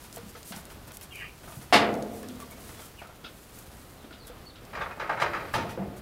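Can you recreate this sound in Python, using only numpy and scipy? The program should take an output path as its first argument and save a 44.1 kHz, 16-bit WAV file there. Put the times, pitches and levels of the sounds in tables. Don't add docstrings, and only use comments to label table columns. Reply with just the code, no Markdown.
import sys
import numpy as np
from scipy import signal
from scipy.fft import rfft, irfft, next_fast_len
from scipy.io import wavfile
from scipy.ndimage import map_coordinates

SR = 44100
rng = np.random.default_rng(int(sys.argv[2]) if len(sys.argv) > 2 else 0)


def pcm_store(signal):
    levels = np.round(np.clip(np.atleast_2d(signal), -1, 1) * 32767)
    wavfile.write(sys.argv[1], SR, levels.astype(np.int16).T)


def invert_db(level):
    return 10 ** (np.asarray(level, dtype=float) / 20)


N = 265041
LAG = 0.0015

# [f/Hz, level/dB per Hz]
DOOR_COLOUR = [(59, -45), (100, -14), (146, 0.5), (233, -20), (363, -2.5), (686, -2), (746, -3.5), (865, 2),
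               (1020, -2.5), (1240, 3), (2000, -4.5), (2830, -15.5), (4510, -20), (15700, -50)]
# [f/Hz, t60/s]
DOOR_DECAY = [(100, 0.88), (400, 0.9), (1200, 0.29), (2500, 0.42), (5000, 0.35), (12000, 0.14)]
# [f/Hz, level/dB, t60/s]
DOOR_PANELS = [(367, -7, 0.24), (581.3, -7, 1), (710, -4.5, 0.38), (840, -13, .4), (900, -2.5, 0.55),
               (1085, -1.5, 0.38), (1180, 1.5, 0.33), (1266, -4, 0.73), (1360, -4, 0.53), (1542, -2, 0.14),
               (1607, 2, 0.19), (1680, -3, 0.19), (1915, -8, 0.17), (2150, -5, 0.2), (2370, -7.5, 0.25),
               (2550, -5.5, 0.14), (2890, -18, 0.35), (3160, -15, 0.24), (4900, -18, 0.32)]


def unit(x):
    return x / np.sqrt(np.mean(x ** 2) + 1e-20)


def along(points, hz):
    f, v = np.transpose(points)
    return np.interp(np.log(hz + 1), np.log(f + 1), v)


def fader(points):
    s, db = np.transpose(points)
    return invert_db(np.interp(np.arange(N) / SR, s, db, left=-150, right=-150))


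def wobble(rate):
    knots = rng.standard_normal(int(N * rate / SR) + 4)
    return map_coordinates(knots, [np.arange(N) * rate / SR])


def filtered(x, response):
    m = next_fast_len(N + SR // 2)
    return irfft(rfft(x, m) * response(np.fft.rfftfreq(m, 1 / SR)), m)[:N]


def coloured_noise(colour):
    return unit(filtered(rng.standard_normal(N), lambda hz: invert_db(along(colour, hz))))


def resonant(peaks):
    def response(f):
        total = 0
        for k, (centre, width, db) in enumerate(peaks):
            damping = 1j * f * width
            total = total + (-1) ** k * invert_db(db) * damping / (centre * centre - f * f + damping)
        return total
    return response


def crackle(per_s, spread_db):
    size = np.minimum(rng.exponential(size=N), 2.4)
    clicks = rng.random(N) < per_s / SR
    return unit(rng.standard_normal(N) * clicks * invert_db(spread_db * size))


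def add(into, s, sound):
    part = into[round(s * SR):][:len(sound)]
    part += sound[:len(part)]


def struck(hits, colour, t60, modes, mode_db, rise, crack, lines_db, size):
    out, t = np.zeros(N), np.arange(size) / SR
    lines = lines_db * rng.standard_normal(513)
    for s, db, bass_db, treble_db, ring in hits:
        hz, frame, z = signal.stft(rng.standard_normal(size), SR, nperseg=1024, noverlap=768)
        contact_db = bass_db / (1 + (hz / 500) ** 2)
        contact_db += treble_db / (1 + (2500 / (hz + 1)) ** 2) / (1 + (hz / 15000) ** 2)
        body_db = along(colour, hz) + lines
        scale = np.sqrt(np.mean(invert_db(body_db) ** 2))
        decay_db = 60 * frame / (ring * along(t60, hz))[:, None]
        fading = invert_db((body_db + contact_db)[:, None] - decay_db)
        body = signal.istft(z * fading / scale, SR, nperseg=1024, noverlap=768)[1][:size]
        body *= 1 + crack * invert_db(-60 * t / 0.019)
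        for (c, level, life), (luck, turn) in zip(modes, rng.standard_normal((len(modes), 2))):
            start_db = mode_db + level + np.interp(c, hz, contact_db) + 2.4 * luck
            body += invert_db(start_db - 60 * t / (ring * life)) * np.sin(2 * np.pi * (c * t + turn))
        add(out, s + LAG, invert_db(db) * body * (1 - np.exp(-t / rise)))
    return out


def single_modes(rows):
    out, t = np.zeros(N), np.arange(SR // 2) / SR
    for s, db, hz, t60, rise in rows:
        fade = invert_db(db - 60 * t / t60) * (1 - np.exp(-t / rise))
        add(out, s, -fade * np.cos(2 * np.pi * hz * t))
    return out


def swelling_modes(rows):
    swell = 0.088
    return single_modes([(*row, swell * row[-1] ** 2 + LAG / 2) for row in rows])


def glides(rows, bend):
    out = np.zeros(N)
    for s, length, first_hz, last_hz, db in rows:
        u = np.arange(round(length * SR)) / (length * SR)
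        pitch = first_hz + (last_hz - first_hz) * u ** bend
        tone = np.sin(2 * np.pi * np.cumsum(pitch) / SR)
        add(out, s, invert_db(db) * np.sin(np.pi * u ** 0.7) ** 0.5 * tone)
    return out


def field():
    # [f/Hz, level/dB per Hz]
    air_colour = [(12, -39), (20, -2.5), (59, 6), (116, 2.5), (672, -7), (751, -7), (939, -12),
                  (1240, -9.5), (1690, -14.5), (4480, -22), (6430, -29.5), (14000, -27), (15700, -30)]
    # [t/s, level/dB]
    air_level = [(0, -50.5), (1.7, -48), (3.5, -50), (5.2, -48.5), (5.6, -44), (6.01, -48.5)]
    return invert_db(1.35 * wobble(8.8)) * fader(air_level) * coloured_noise(air_colour)


def bird():
    # [t/s, length/s, first f/Hz, last f/Hz, level/dB]
    chirps = [(2.972, 0.04, 3100, 2500, -52.5), (2.976, 0.04, 2740, 2100, -53.5),
              (3.968, 0.085, 4300, 3250, -64), (4.178, 0.082, 4800, 3700, -58),
              (4.455, 0.044, 4500, 4290, -52), (4.492, 0.0226, 4300, 3200, -53),
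              (2.735, .11, 3410, 3470, -64), (2.76, .07, 3150, 3150, -64)]
    husky = glides(chirps, bend=1.1) * (0.85 + 0.4 * wobble(350))
    echo = rng.standard_normal(8000) * invert_db(-60 * np.arange(8000) / SR / 0.28)
    return husky + invert_db(2.5) * signal.fftconvolve(husky, echo / np.linalg.norm(echo))[:N]


def breeze_in_stalks():
    # [f/Hz, level/dB per Hz]
    stalk_colour = [(290, -39), (500, -39), (985, 0.5), (1090, -7.5), (1430, -11), (1590, -7), (1730, -7.5),
                    (3710, -8.5), (11300, -10.5), (15700, -13)]
    # [t/s, level/dB]
    breeze = [(0, -55.5), (.75, -59.5), (1.3, -59), (2, -58.5), (2.8, -55), (3.1, -62), (3.6, -59.5),
              (4.2, -63.5), (5, -64.5), (6.01, -68)]
    rustle = 0.72 * rng.standard_normal(N) + 0.5 * crackle(3000, 4.7) * invert_db(3.1 * wobble(67))
    rustle = unit(filtered(rustle, lambda hz: invert_db(along(stalk_colour, hz))))
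    return invert_db(2.5) * fader(breeze) * rustle


def brushed_grass():
    # [t/s, length/s, level/dB]
    legs = [(0.027, 0.048, -50), (0.132, 0.052, -47), (0.28, 0.044, -50), (0.365, .055, -54),
            (0.446, 0.095, -43), (0.533, 0.093, -46.5), (0.692, 0.049, -50.5), (0.869, 0.03, -49),
            (0.925, 0.046, -48), (1.01, 0.05, -45.5), (1.11, 0.13, -54), (1.418, 0.28, -49.5),
            (2.118, 0.11, -49.5), (2.396, 0.042, -50.5), (2.501, 0.036, -49.5), (2.573, 0.22, -50.5),
            (2.784, 0.12, -50), (3.26, 0.29, -57), (3.52, 0.13, -51.5), (3.638, 0.39, -57.5),
            (4.265, 0.033, -49.5), (5.957, 0.047, -53), (5.686, 0.062, -53), (5.528, 0.052, -45)]
    # [t/s, length/s, level/dB, centre f/Hz]
    litter = (5.199, 0.05, -43, 5600)
    out = np.zeros(N)
    brushed = unit(rng.standard_normal(N) + 0.48 * crackle(1500, 2.7))
    brushed = unit(brushed * invert_db(1.5 * wobble(70)))
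    for s, length, db, hz in [(*leg, 9700) for leg in legs] + [litter]:
        piece = brushed[round(s * SR):round((s + length) * SR)]
        swish = signal.lfilter(*signal.iirpeak(hz, 1.3, SR), piece)
        shape = np.sin(np.pi * np.linspace(0, 1, len(swish)) ** 0.84) ** 0.73
        add(out, s, invert_db(db + 2) * swish * shape)
    return out


def snapping_stalks():
    # [t/s, peak level/dB]
    woody = [(0.1255, -28.5), (0.4286, -32.5), (0.5609, -28.5), (1.94, -32.5), (1.9514, -35), (2.0234, -30),
             (2.2848, -30), (4.65, -37)]
    # [t/s, peak level/dB]
    fine = [(0.1592, -28), (0.1794, -36), (0.6522, -35), (0.9176, -35), (0.9687, -26.5), (1.0104, -32),
            (1.1553, -35), (2.2285, -35), (2.4004, -34), (2.5097, -35), (3.5866, -31), (4.269, -34),
            (4.277, -37)]
    out, t = np.zeros(N), np.arange(600) / SR
    fade = invert_db(-60 * t / 0.0067) + 0.29 * invert_db(-60 * t / 0.042)
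    for s, db, hz in [(*snap, 5600) for snap in woody] + [(*snap, 10500) for snap in fine]:
        tick = signal.lfilter(*signal.iirpeak(hz, 1.1, SR), rng.standard_normal(600))
        add(out, s + LAG, invert_db(db - 3) * tick * fade)
    return out


def squeak():
    # [t/s, level/dB]
    pressure = [(1.1, -24), (1.125, -6), (1.16, -2.5), (1.2, 0), (1.225, -0.5), (1.27, -4), (1.32, -19),
                (1.37, -28)]
    # [top level/dB, dB per dB of pressure, lag/s]
    answers = [(-49.5, 0.9, 0.0046), (-46.5, 0.9, 0.013), (-44, 5, 0.025)]
    # [f/Hz, width/Hz, level/dB]
    thin = [(2780, 80, 6), (2930, 37, 5), (3050, 130, 4)]
    middle = [(2170, 120, -4.5), (2410, 180, -2), (2590, 92, -4), (4750, 150, -11)]
    deep = [(1190, 280, -5), (1590, 210, -1), (1920, 340, -0.5)]
    # [t/s, length/s, first f/Hz, last f/Hz, level/dB]
    strands = [(1.11, .05, 3300, 2900, -54), (1.108, .05, 2850, 2750, -51), (1.13, .065, 2300, 2400, -45.5),
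               (1.165, .095, 2900, 2960, -48), (1.18, .045, 2400, 2080, -50), (1.21, .045, 1930, 1880, -43),
               (1.213, .025, 1750, 1600, -50), (1.238, .028, 1300, 1120, -47),
               (1.22, .035, 2550, 2350, -47), (1.256, .034, 2760, 2520, -53)]
    slip_count = np.floor(np.cumsum(95 / SR * invert_db(2.5 * wobble(50))))
    slips = unit(np.diff(slip_count, prepend=0) * invert_db(1.5 * wobble(71.4)))
    out = glides(strands, bend=1.0) * (0.8 + 0.45 * wobble(120))
    for (top_db, steep, lag), share, peaks in zip(answers, [0.4, 0.7, 1.5], [thin, middle, deep]):
        gain = fader([(s + lag, top_db + steep * db) for s, db in pressure])
        rub = share * slips + rng.standard_normal(N)
        out += gain * unit(filtered(filtered(rub, resonant(peaks)), resonant(peaks)))
    return out


def grit():
    # [t/s, peak level/dB]
    kicks = [(2.2852, -41.5), (3.242, -31.5), (3.2622, -41), (4.124, -37.5), (4.2694, -42.5),
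             (4.5528, -40.5)]
    # [f/Hz, level/dB per Hz]
    stone_colour = [(710, -44), (1200, -14), (1370, 7), (1700, -6), (2640, 0.5), (3370, 6), (7000, -19),
                    (9100, -57), (15400, -120)]
    hits = [(s, db, 0, 0, 0.97) for s, db in kicks]
    return invert_db(-9) * struck(hits, stone_colour, [(3000, 0.21)], [], mode_db=0, rise=0.0021, crack=0.34,
                            lines_db=3, size=8000)


def hooves():
    # [t/s, peak level/dB, bass/dB]
    dirt_steps = [(0.04, -38, -1), (0.168, -33.5, 9), (0.353, -32.5, -7), (0.519, -25, -5),
                  (0.542, -37, -8), (0.568, -34, 1), (0.699, -35, -6), (0.875, -39.5, 18), (0.904, -35, -6),
                  (1.01, -34, -16), (1.431, -37.5, 14), (1.52, -35, -7), (1.61, -37.5, 6),
                  (2.229, -34.5, -5), (2.4, -33.5, -1), (2.422, -44, 10), (2.689, -35.5, 13),
                  (2.791, -34.5, 9), (3.238, -35.5, 12), (3.569, -43, 11), (4.041, -40.5, 18),
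                  (4.106, -39.5, 19), (4.297, -39.5, 8)]
    # [t/s, peak level/dB, bass/dB]
    bedding_steps = [(1.474, -27.5, 1), (2.514, -32, -6), (2.573, -37, 20), (3.015, -22, -7),
                     (3.088, -30, -2)]
    # [f/Hz, level/dB per Hz]
    hoof_colour = [(47, -32), (80, -9), (212, -3.5), (346, -5.5), (650, 0.5), (1120, -4.5), (1470, -2),
                   (1600, -4), (6000, -14), (7800, -54), (13200, -120)]
    # [f/Hz, t60/s]
    hoof_decay = [(200, 0.26), (1500, 0.33), (5000, 0.29)]
    dirt_treble_db, bedding_treble_db, ring = -1, -24, 0.71
    steps = [(*step, dirt_treble_db, ring) for step in dirt_steps]
    steps += [(*step, bedding_treble_db, ring) for step in bedding_steps]
    return invert_db(-12) * struck(steps, hoof_colour, hoof_decay, [], mode_db=0, rise=0.00081, crack=0.39,
                             lines_db=3, size=6000)


def lone_rings():
    # [t/s, level/dB, f/Hz, t60/s]
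    knocked = [(.508, -32.5, 203, 0.064), (.54, -34, 181, 0.055), (.566, -33.5, 196, 0.076),
               (3.045, -48, 1300, .2), (2.795, -47, 1400, .06), (2.82, -48, 1340, .2),
               (3.262, -46, 1380, .06), (.168, -42, 660, 0.065), (0.1897, -43, 478, .08),
               (.51, -43, 660, .05), (.523, -41, 950, 0.065), (.541, -40, 800, .07),
               (.568, -40, 900, 0.055), (1.5, -51, 1200, 0.19), (1.53, -50, 1200, .15),
               (1.59, -37, 220, 0.059), (4.126, -50, 4000, .12), (3.244, -45, 3300, .1),
               (3.25, -47, 2600, 0.14), (4.108, -46, 1420, 0.14), (2.248, -33, 252, 0.53),
               (2.52, -43, 242, 0.65), (.168, -38.5, 470, 0.17), (0.35, -42, 482, 0.11),
               (1.568, -32, 130, 0.14), (2.232, -44, 1720, 0.073), (2.23, -43, 1100, .05),
               (1.9, -36, 690, .05), (2.33, -43, 243, 0.33), (2.4, -40, 1170, .08),
               (2.425, -32.5, 1150, 0.054), (2.516, -45.5, 2230, 0.12), (4.297, -36.5, 498, 0.11),
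               (5.548, -30.5, 125, 0.22), (5.785, -28, 190, 0.28), (5.538, -19.5, 850, 0.062),
               (3.088, -49, 1380, .12), (5.272, -35.5, 340, 0.44), (5.7755, -27.5, 514, 0.088),
               (0.23, -36, 205, 0.071), (.262, -35.5, 200, 0.072), (0.35, -39.5, 1300, 0.064),
               (5.541, -35, 4800, 0.04)]
    return swelling_modes(knocked)


def wall_cave_in():
    # [t/s, level/dB, f/Hz, t60/s, rise/s]
    pull = [
        (1.72575, 0, 700, .0025, .0001),
        (1.72575, -7, 710, .036, .0008),
    ]
    return single_modes(pull)


def wall():
    # [t/s, peak level/dB, bass/dB, treble/dB]
    bang = [
        (1.724, -4.5, 3, 0),
        (1.737, -8.5, -2.5, -2),
        (1.754, -7.5, -4.5, -12),
        (2.101, -39, 17, -30),
    ]
    # [f/Hz, level/dB per Hz]
    wall_colour = [(29, -54), (50, -32), (148, -6.5), (207, -8), (596, -3), (740, -1.5), (1090, -5),
                   (2520, -5.5), (2710, -4.5), (5070, -8), (5580, -15.5), (11200, -22), (15700, -42)]
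    # [f/Hz, t60/s]
    wall_decay = [(100, 1.76), (250, 1.48), (500, 1.41), (1000, 0.68), (2000, 0.52), (4000, 0.33),
                  (10000, 0.23)]
    # [f/Hz, level/dB, t60/s]
    blow_modes = [(212, -11, 2.2), (242, -7, 1.8), (251, -9, 1.5), (291.3, -3, 1.1), (378.2, -3.5, 0.45),
                  (460, -22, 1.6), (697, -2.5, 1), (656, -5.5, 1), (720, 1.5, 0.78), (767, 2, 0.13),
                  (920, -15, 0.42), (1150, 0.5, 0.36), (1245, -16, 0.57), (1653, -8, .45), (1923, -9, 0.48),
                  (2001, -4, 0.44), (2227, -4, 0.51), (2755, 0, 0.3), (3110, -3, 0.16), (3629, -2, 0.24),
                  (4450, -7.5, 0.32)]
    # [f/Hz, level/dB, t60/s]
    slap_modes = [(1390, -11, .5), (1658, -2, .39), (2030, -9, .55), (2180, 0, .26), (2310, -9, .45),
                  (2842, -3, .26), (2982, -5, .34), (3117, -10, .42), (3413, -12, .45), (3628, -4, .26),
                  (4380, -2, .22), (4750, -7, .22), (5125, -7, .24)]
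    hits = [(*hit, 0.92) for hit in bang]
    blow = struck(hits[:1], wall_colour, wall_decay, blow_modes, mode_db=-9, rise=0.0056, crack=0,
                  lines_db=2, size=50000)
    slaps = struck(hits[1:], wall_colour, wall_decay, slap_modes, mode_db=-8.5, rise=0.0015, crack=0.34,
                   lines_db=3, size=40000)
    return invert_db(-12) * (invert_db(1.5 * wobble(60)) * blow + slaps)


def door_chatter():
    # [t/s, level/dB]
    drag = [(4.72, -72), (4.8, -34.5), (4.95, -51), (5.06, -36.5), (5.3, -34), (5.5, -43.5), (5.68, -43),
            (5.8, -66), (6.01, -49.5)]
    sheet = resonant([(c, 6 / t60 + 25, db) for c, db, t60 in DOOR_PANELS])
    knocks = crackle(1200, 1.6) * invert_db(3.7 * wobble(37))
    chatter = unit(filtered(knocks, sheet)) + 1.06 * coloured_noise(DOOR_COLOUR)
    return invert_db(-8) * fader(drag) * chatter


def door_clanks():
    # [t/s, level/dB, f/Hz, t60/s]
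    clanks = [(4.808, -42, 3620, 0.13), (4.83, -43, 3430, .09), (4.752, -39, 2400, .06),
              (4.775, -40, 2350, 0.076), (4.773, -33, 1100, .08), (4.812, -33, 1606, .09),
              (4.815, -32, 1200, .1), (4.86, -35, 1160, .08), (4.91, -45, 2500, .2), (4.908, -35, 1170, .1),
              (5.093, -23, 840, 0.068), (5.093, -24.5, 1204, .05), (5.104, -28, 1520, .07),
              (5.218, -26, 890, 0.11), (5.218, -27, 1248, .12), (5.256, -36, 2480, .1),
              (5.244, -26, 950, .04), (5.232, -29, 1250, .06), (4.997, -33, 1700, .08),
              (5.005, -33, 1250, .1), (5.2, -31, 1300, .06), (5.175, -34, 1500, .06), (5.58, -32, 380, .1),
              (5.61, -34, 900, .12), (5.66, -38, 700, .2), (5.34, -30, 1300, .07),
              (5.345, -32, 1760, 0.076), (5.538, -23, 1650, .04), (5.1, -39.5, 159, .3),
              (5.36, -42.5, 190, 0.28)]
    return swelling_modes(clanks)


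def door_bumps():
    # [t/s, peak level/dB, bass/dB, treble/dB, ring as a factor on t60]
    contacts = [(4.728, -34, 11, 7, .6), (4.749, -28.5, 7, 10, .5), (4.771, -22, 2, -6, .4),
                (4.807, -24, -20, 2, 0.46), (4.815, -20, -20, -6, 0.47), (4.829, -24, -20, -5, .4),
                (4.858, -18.5, -18, -19, .4), (4.894, -27, -5, -15, .3), (4.906, -21, -21, -10, 0.51),
                (4.971, -33, 10, -10, .3), (4.995, -21, -4, 3, .5), (5.011, -23.5, -5, -2, .7),
                (5.092, -10, -12, -12, 0.37), (5.106, -16, -9, -14, 0.43), (5.119, -18.5, -10, -12, 0.58),
                (5.172, -16, -25, -15, 0.59), (5.197, -21, -5, 8.5, 0.55), (5.216, -15, 0.5, 8, 0.49),
                (5.23, -18.5, -5, 1, 0.38), (5.244, -16.5, -4, -10, .3), (5.258, -23, 4, 3, 0.68),
                (5.331, -17, -30, -4, .5), (5.344, -19.5, -15, -1, 0.48), (5.362, -25.5, -15, -2, .6),
                (5.403, -28.5, 9, 3, 0.57), (5.449, -33.5, -1, 4, 0.46), (5.482, -37, -5, 10, .4)]
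    bumps = struck(contacts, DOOR_COLOUR, DOOR_DECAY, DOOR_PANELS, mode_db=-10.5, rise=0.0016, crack=0.2,
                   lines_db=3.5, size=15000)
    return invert_db(-9.5 + 0.62 * wobble(110)) * bumps


def door_slam():
    # [t/s, peak level/dB, bass/dB, treble/dB]
    slam = [
        (5.5377, -14, -1.5, 1.5),
        (5.552, -20, 0, 1),
        (5.579, -21, 3, -2),
        (5.612, -25.5, 0, -6),
        (5.665, -31, 2, -8),
        (5.69, -31, -5, 10),
    ]
    # [f/Hz, level/dB per Hz]
    shut_colour = [(35, -36), (60, -6), (156, -2.5), (243, -12.5), (387, -7), (895, -7), (1080, -4.5),
                   (10600, -34.5), (15700, -51)]
    # [f/Hz, level/dB, t60/s]
    shut_modes = [(97.3, -6, 0.48), (479, -10.5, 0.84), (713, -4, 0.32), (915, -6, 0.82),
                  (1007, -4.5, 0.29), (1266, -8, 0.45), (1330, -1, 0.2), (1804, -5, 0.24), (1922, -9, 0.26),
                  (2170, -7.5, 0.22), (2492, -17, 0.63), (2784, -8, 0.19), (3128, -10, 0.24),
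                  (4005, -21, 0.34)]
    hits = [(*hit, 0.87) for hit in slam]
    return invert_db(-11.5) * struck(hits, shut_colour, DOOR_DECAY, shut_modes, mode_db=-8, rise=0.00053,
                               crack=0.25, lines_db=3.5, size=20000)


def sill_thump():
    # [t/s, peak level/dB]
    thumps = [
        (5.772, -25.5),
        (5.813, -29.5),
    ]
    # [f/Hz, level/dB per Hz]
    sill_colour = [(35, -49), (60, -2), (198, -5.5), (308, -11), (688, -7.5), (1040, -20), (1200, -19),
                   (3000, -35), (3900, -71), (6600, -120)]
    # [f/Hz, level/dB, t60/s]
    sill_modes = [(199.6, -5, 0.49), (370, -10.5, 0.72), (684, -13, 0.41), (915, -24, 0.46)]
    hits = [(s, db, 0, 0, 1.07) for s, db in thumps]
    return invert_db(-8) * struck(hits, sill_colour, DOOR_DECAY, sill_modes, mode_db=1.5, rise=0.001, crack=0.3,
                            lines_db=2.5, size=11000)


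def scene():
    background = field() + bird()
    grass = breeze_in_stalks() + brushed_grass() + snapping_stalks()
    goats = hooves() + grit() + lone_rings() + squeak()
    bang = wall_cave_in() + wall()
    door = door_chatter() + door_clanks() + door_bumps() + door_slam() + sill_thump()
    return (background + grass + goats + bang + door)[None]


def top_cut(x):
    return signal.sosfilt(signal.butter(12, 15850, fs=SR, output="sos"), x)


def record(dry):
    limited = filtered(dry[0], lambda hz: hz < 15800)
    return top_cut(limited[None])


dry = scene()
out = record(dry)
pcm_store(out)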